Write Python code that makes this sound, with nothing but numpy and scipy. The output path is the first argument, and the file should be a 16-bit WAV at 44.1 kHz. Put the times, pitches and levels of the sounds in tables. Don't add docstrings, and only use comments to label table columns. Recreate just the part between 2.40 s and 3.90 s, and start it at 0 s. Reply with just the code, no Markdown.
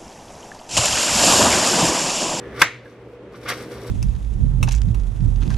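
import sys
import numpy as np
from scipy import signal
from scipy.fft import rfft, irfft
from scipy.io import wavfile

SR = 44100
rng = np.random.default_rng(int(sys.argv[2]) if len(sys.argv) > 2 else 0)


def invert_db(x):
    u = np.asarray(x, float) / 20
    return 10 ** u


def digitize_waveform(pressure):
    field = np.atleast_2d(pressure).T
    bounded = np.clip(field, -1, 1)
    quanta = np.round(bounded * 32767).astype(np.int16)
    wavfile.write(sys.argv[1], SR, quanta)


N = 66150
T = np.arange(N) / SR


def in_time(rows):
    s, level, bright = np.transpose(rows)
    return np.interp(T, s, level, left=-120, right=-120), np.interp(T, s, bright)


def rms_one(x):
    return x / np.sqrt(np.mean(x ** 2) + 1e-20)


def drift(rate_hz):
    r = np.exp(-2 * np.pi * rate_hz * 40 / SR)
    noise = rng.standard_normal(N // 40 + 2002)
    slow = signal.lfilter([1], [1, -2 * r, r * r], noise)[2000:]
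    return np.interp(np.arange(N) / 40, np.arange(len(slow)), rms_one(slow))


def ring(strikes, hz, t60):
    r = invert_db(-60 / (t60 * SR))
    w = 2 * np.pi * hz / SR
    return signal.lfilter([0, np.sin(w)], [1, -2 * r * np.cos(w), r * r], strikes + 1e-18)


def resonance(x, hz, width):
    r = np.exp(-np.pi * width / SR)
    poles = [1, -2 * r * np.cos(2 * np.pi * hz / SR), r * r]
    return signal.lfilter(np.array([1, 0, -1]) * (1 - r * r) / 2, poles, x)


def colour(x, spectrum):
    hz, db = np.transpose(spectrum)
    bins = np.maximum(np.fft.rfftfreq(N, 1 / SR), 1)
    return irfft(rfft(x) * invert_db(np.interp(np.log(bins), np.log(hz), db)), N)


def bandpass(x, low, high):
    return signal.sosfilt(signal.butter(2, [low, high], "band", fs=SR, output="sos"), x)


def impulses(times, gains):
    out = np.zeros(N)
    np.add.at(out, (np.asarray(times) * SR).astype(int), gains)
    return out


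# (frequency [Hz], level [dB])
AIR = [(30, -22.5), (150, -11.5), (500, -7.5), (700, -18), (2500, -27.5), (5000, -44), (10000, -54),
       (14000, -67)]
# (frequency [Hz], width [Hz], level [dB])
DRONE = [(58, 26, -48.5), (238.5, 70, -51.5), (311, 26, -47), (392, 47, -43.5), (486.8, 33, -43.5),
         (546, 35, -50.5)]


def drone(x):
    out = invert_db(-38.5) * rms_one(colour(x, AIR))
    for hz, width, db in DRONE:
        twice = resonance(resonance(x[::-1], hz, width), hz, width)
        out = out + invert_db(db) * rms_one(twice)
    return out


# (frequency [Hz], correlation [0-1])
LIKENESS = [(60, .99), (1000, 0.96), (3000, 0.25), (6000, .35), (12000, .1)]


def kitchen_air():
    mid, side = rng.standard_normal((2, N))
    alike = [(hz, min(c, 0.999)) for hz, c in LIKENESS]
    centre = colour(drone(mid), [(hz, 10 * np.log10((1 + c) / 2)) for hz, c in alike])
    spread = colour(drone(side), [(hz, 10 * np.log10((1 - c) / 2)) for hz, c in alike])
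    hum_level = invert_db(-39.5 + 4 * drift(4.2))
    hum = hum_level * np.sin(2 * np.pi * 119.5 * T + 0.5 * drift(6.9))
    return centre + hum + spread * [[1], [-1]]


def grains():
    snaps_per_s, spread_db, smooth_share = 2500, 5, 0.54
    sizes = invert_db(spread_db * np.minimum(rng.exponential(1, N), 5)) * rng.choice([-1, 1], N)
    born = rng.random(N) < snaps_per_s * invert_db(2.0 * drift(70.0)) / SR
    return (1 - smooth_share) * rms_one(sizes * born) + smooth_share * rng.standard_normal(N)


# (time [s], level [dB], brightness [dB])
CUT = [(0, -56, -24.5), (.03, -51, -29), (.09, -54, -24.5), (.14, -47, -20), (.165, -39.5, -15),
       (.19, -36.5, -17), (.198, -32.5, -5), (.212, -27, -2.5), (.2185, -27.5, -8.5)]
# (time [s], level [dB], brightness [dB])
LIFT = [(.36, -73, -15.5), (.42, -50.5, -34), (.45, -50, -11), (.5, -50, -12.5), (.53, -51.5, -11),
        (.57, -49.5, -23), (.7, -65, -4), (.735, -53.5, -12), (0.779, -67, -10)]
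# (time [s], level [dB], brightness [dB])
REACH = [(.9, -68.5, -16.5), (.935, -54.5, -4.5), (0.95, -42, -26), (.96, -43, -10.5), (0.976, -51.5, -5),
         (.995, -60, -5), (1.015, -54, -2), (1.03, -46, -10), (1.038, -37.5, -15)]
SWEEP = [(1.05, -50.5, -4), (1.057, -39, -13), (1.074, -31, -26), (1.086, -24.5, -12.5),
         (1.089, -23.5, -5.5), (1.104, -22.5, -11), (1.124, -24.5, -22.5), (1.131, -31, -15),
         (1.16, -44.5, -5)]
GATHER = [(1.236, -43.5, -7), (1.255, -57, -1), (1.303, -59.5, 4), (1.314, -45, -5.5), (1.4, -51.5, -6),
          (1.425, -50, -3.5), (1.456, -49, -8), (1.477, -46.5, 1), (1.5, -42, -17.5)]
# (frequency [Hz], width [Hz], level [dB])
RUB = [(733, 270, -6.5), (1150, 59, 0), (1440, 230, 2), (2178, 300, 1.5), (2920, 400, -6.5),
       (3540, 580, -7.5), (4740, 1200, -18.5), (6040, 400, -24)]
# (frequency [Hz], level [dB])
STALK = [(2400, -26.5), (3300, -3.5), (4600, -3), (5900, -4), (6600, -16.5), (8000, -34.5)]
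# (frequency [Hz], level [dB])
LEAF = [(5500, -29), (6600, -6), (7600, -0.5), (10000, -2), (12500, -4), (14500, -12.5), (16000, -30)]


def cabbage():
    source = grains()
    body = np.zeros(N)
    for k, (hz, width, db) in enumerate(RUB):
        body += (-1) ** k * invert_db(db) * resonance(source, hz, width) / np.sqrt(width)
    body = rms_one(body)
    stalk = rms_one(colour(grains(), STALK))
    leaf = rms_one(colour(grains(), LEAF))
    out = invert_db(-49.5) * rms_one(resonance(source, 1710, 90)) * (T < 0.29)
    for rows in (CUT, LIFT, REACH + SWEEP + GATHER):
        level, bright = in_time(rows)
        crisp = invert_db(-2 + 0.66 * bright) * stalk + invert_db(-4 + bright) * leaf
        out = out + invert_db(level) * (body + crisp)
    return out


# (time [s], strength [dB], crack [dB])
KNOCK = [
    (0.2162, -5.5, -34),
    (0.2186, 7, -5),
    (0.22, 5.5, -19.5),
    (.2224, -0.5, -30),
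    (0.2241, -9, -18.5),
    (.2315, -13, -28.5),
    (.243, -22.5, -28.5),
]
# (frequency [Hz], level [dB], t60 [s])
BOARD = [(105, -29.5, .2), (158, -28, .08), (320, -30.5, 0.031), (560, -16, 0.018), (890, -12, 0.018),
         (1032, 0, 0.028), (1355, 1, 0.01), (1579, -3.5, 0.024), (1770, -3.5, 0.031), (2247, 2, 0.011),
         (2707, -1.5, 0.01), (3445, -6, 0.014), (4850, -7.5, 0.0099), (6160, -14, .01)]


def knock():
    s, db, crack_db = np.transpose(KNOCK)
    luck_db = rng.normal(0, 2.58, (len(s), len(BOARD)))
    body = np.zeros(N)
    for k, (hz, mode_db, t60) in enumerate(BOARD):
        strikes = impulses(s, invert_db(db + mode_db - 3.5 + luck_db[:, k]))
        body += (-1) ** k * ring(strikes, hz, t60)
    crack_t60_s = 0.01
    fade = signal.lfilter([1], [1, -invert_db(-60 / (crack_t60_s * SR))], impulses(s, invert_db(crack_db)))
    return body + fade * bandpass(rng.standard_normal(N), 2930, 13000)


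# (frequency [Hz], level [dB])
BANG = [(600, -10.5), (1200, 0.5), (2100, 9.5), (3000, -7), (5500, -16), (12000, -17)]


def bang():
    return colour(impulses([KNOCK[1][0] + 0.0013], invert_db(32)), BANG)


# (time [s], peak [dB], frequency [Hz], t60 [s])
TICKS = [(0.457, -29.5, 1650, 0.048), (0.467, -33, 1620, 0.053), (.497, -51, 6250, 0.027),
         (.526, -52, 6430, 0.029), (.670, -15, 460, 0.013), (.732, -23.5, 480, 0.028),
         (0.792, -29, 474, 0.04), (.942, -29, 1150, 0.029), (.865, -30, 560, 0.035),
         (1.057, -26.5, 1200, .03), (1.4985, -23.5, 388, 0.035), (1.092, -17.5, 2000, 0.016),
         (1.120, -23.5, 513, 0.044)]


def ticks():
    out = np.zeros(N)
    for s, db, hz, t60 in TICKS:
        out += resonance(ring(impulses([s], invert_db(db)), hz, t60), hz, hz * 0.29)
    return out


# (low edge [Hz], high edge [Hz], level [dB], t60 [s], side level [dB])
ROOM = [(590, 1600, 1, 0.37, -16.5), (1200, 2500, 1, 0.38, -12), (2000, 5000, 3.5, 0.4, -9),
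        (4630, 6660, 1, .25, 6), (9050, 15000, 0, .1, -4.5)]


def room(x):
    white = rng.standard_normal((2, SR // 2))
    t = np.arange(SR // 2) / SR
    echo = np.zeros((2, SR // 2))
    for low, high, db, t60, side_db in ROOM:
        echo += bandpass(white, low, high) * invert_db(db - 60 * t / t60) * invert_db(np.array([[0], [side_db]]))
    onset = 1 - np.exp(-t / 0.0019)
    mid, side = signal.fftconvolve(x[None], echo * onset, axes=1)[:, :N]
    return mid + side * [[1], [-1]]


# (frequency [Hz], side level [dB])
PORT_SIDE = [(100, -33.5), (400, -27), (1500, -16), (3000, -9.5), (6000, -4), (12000, -5.5)]


def ports(x):
    lag = np.arange(300) / SR
    burst = rng.standard_normal(300) * np.exp(-lag / 0.0012)
    scattered = signal.lfilter(burst / np.linalg.norm(burst), [1], x)
    quadrature = np.imag(signal.hilbert(x))
    return x + colour(quadrature + invert_db(1.5) * scattered, PORT_SIDE) * [[1], [-1]]


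def scene():
    small = cabbage() + ticks()
    reverb = invert_db(-38.5) * room(invert_db(-2.5) * small + bang())
    return ports(small + knock()) + reverb + kitchen_air()


def low_pass(x):
    return signal.sosfilt(signal.butter(12, 20000, fs=SR, output="sos"), x)


# (time [s], gain [dB])
GAIN = [
    (0.224, -0.5),
    (0.302, -8.5),
    (.7, -7),
    (1.02, -3.5),
    (1.12, 0),
    (1.2, 0),
]


def record(dry):
    top, knee = 0.77, 4.9
    x = dry * invert_db(np.interp(T, *np.transpose(GAIN))) / top
    x = top * x / (1 + np.abs(x) ** knee) ** (1 / knee)
    x = signal.sosfilt(signal.cheby2(10, 40, 15800, fs=SR, output="sos"), x)
    x = signal.sosfilt(signal.butter(2, 45.0, "high", fs=SR, output="sos"), x)
    return low_pass(x)


dry = scene()
out = record(dry)
digitize_waveform(out)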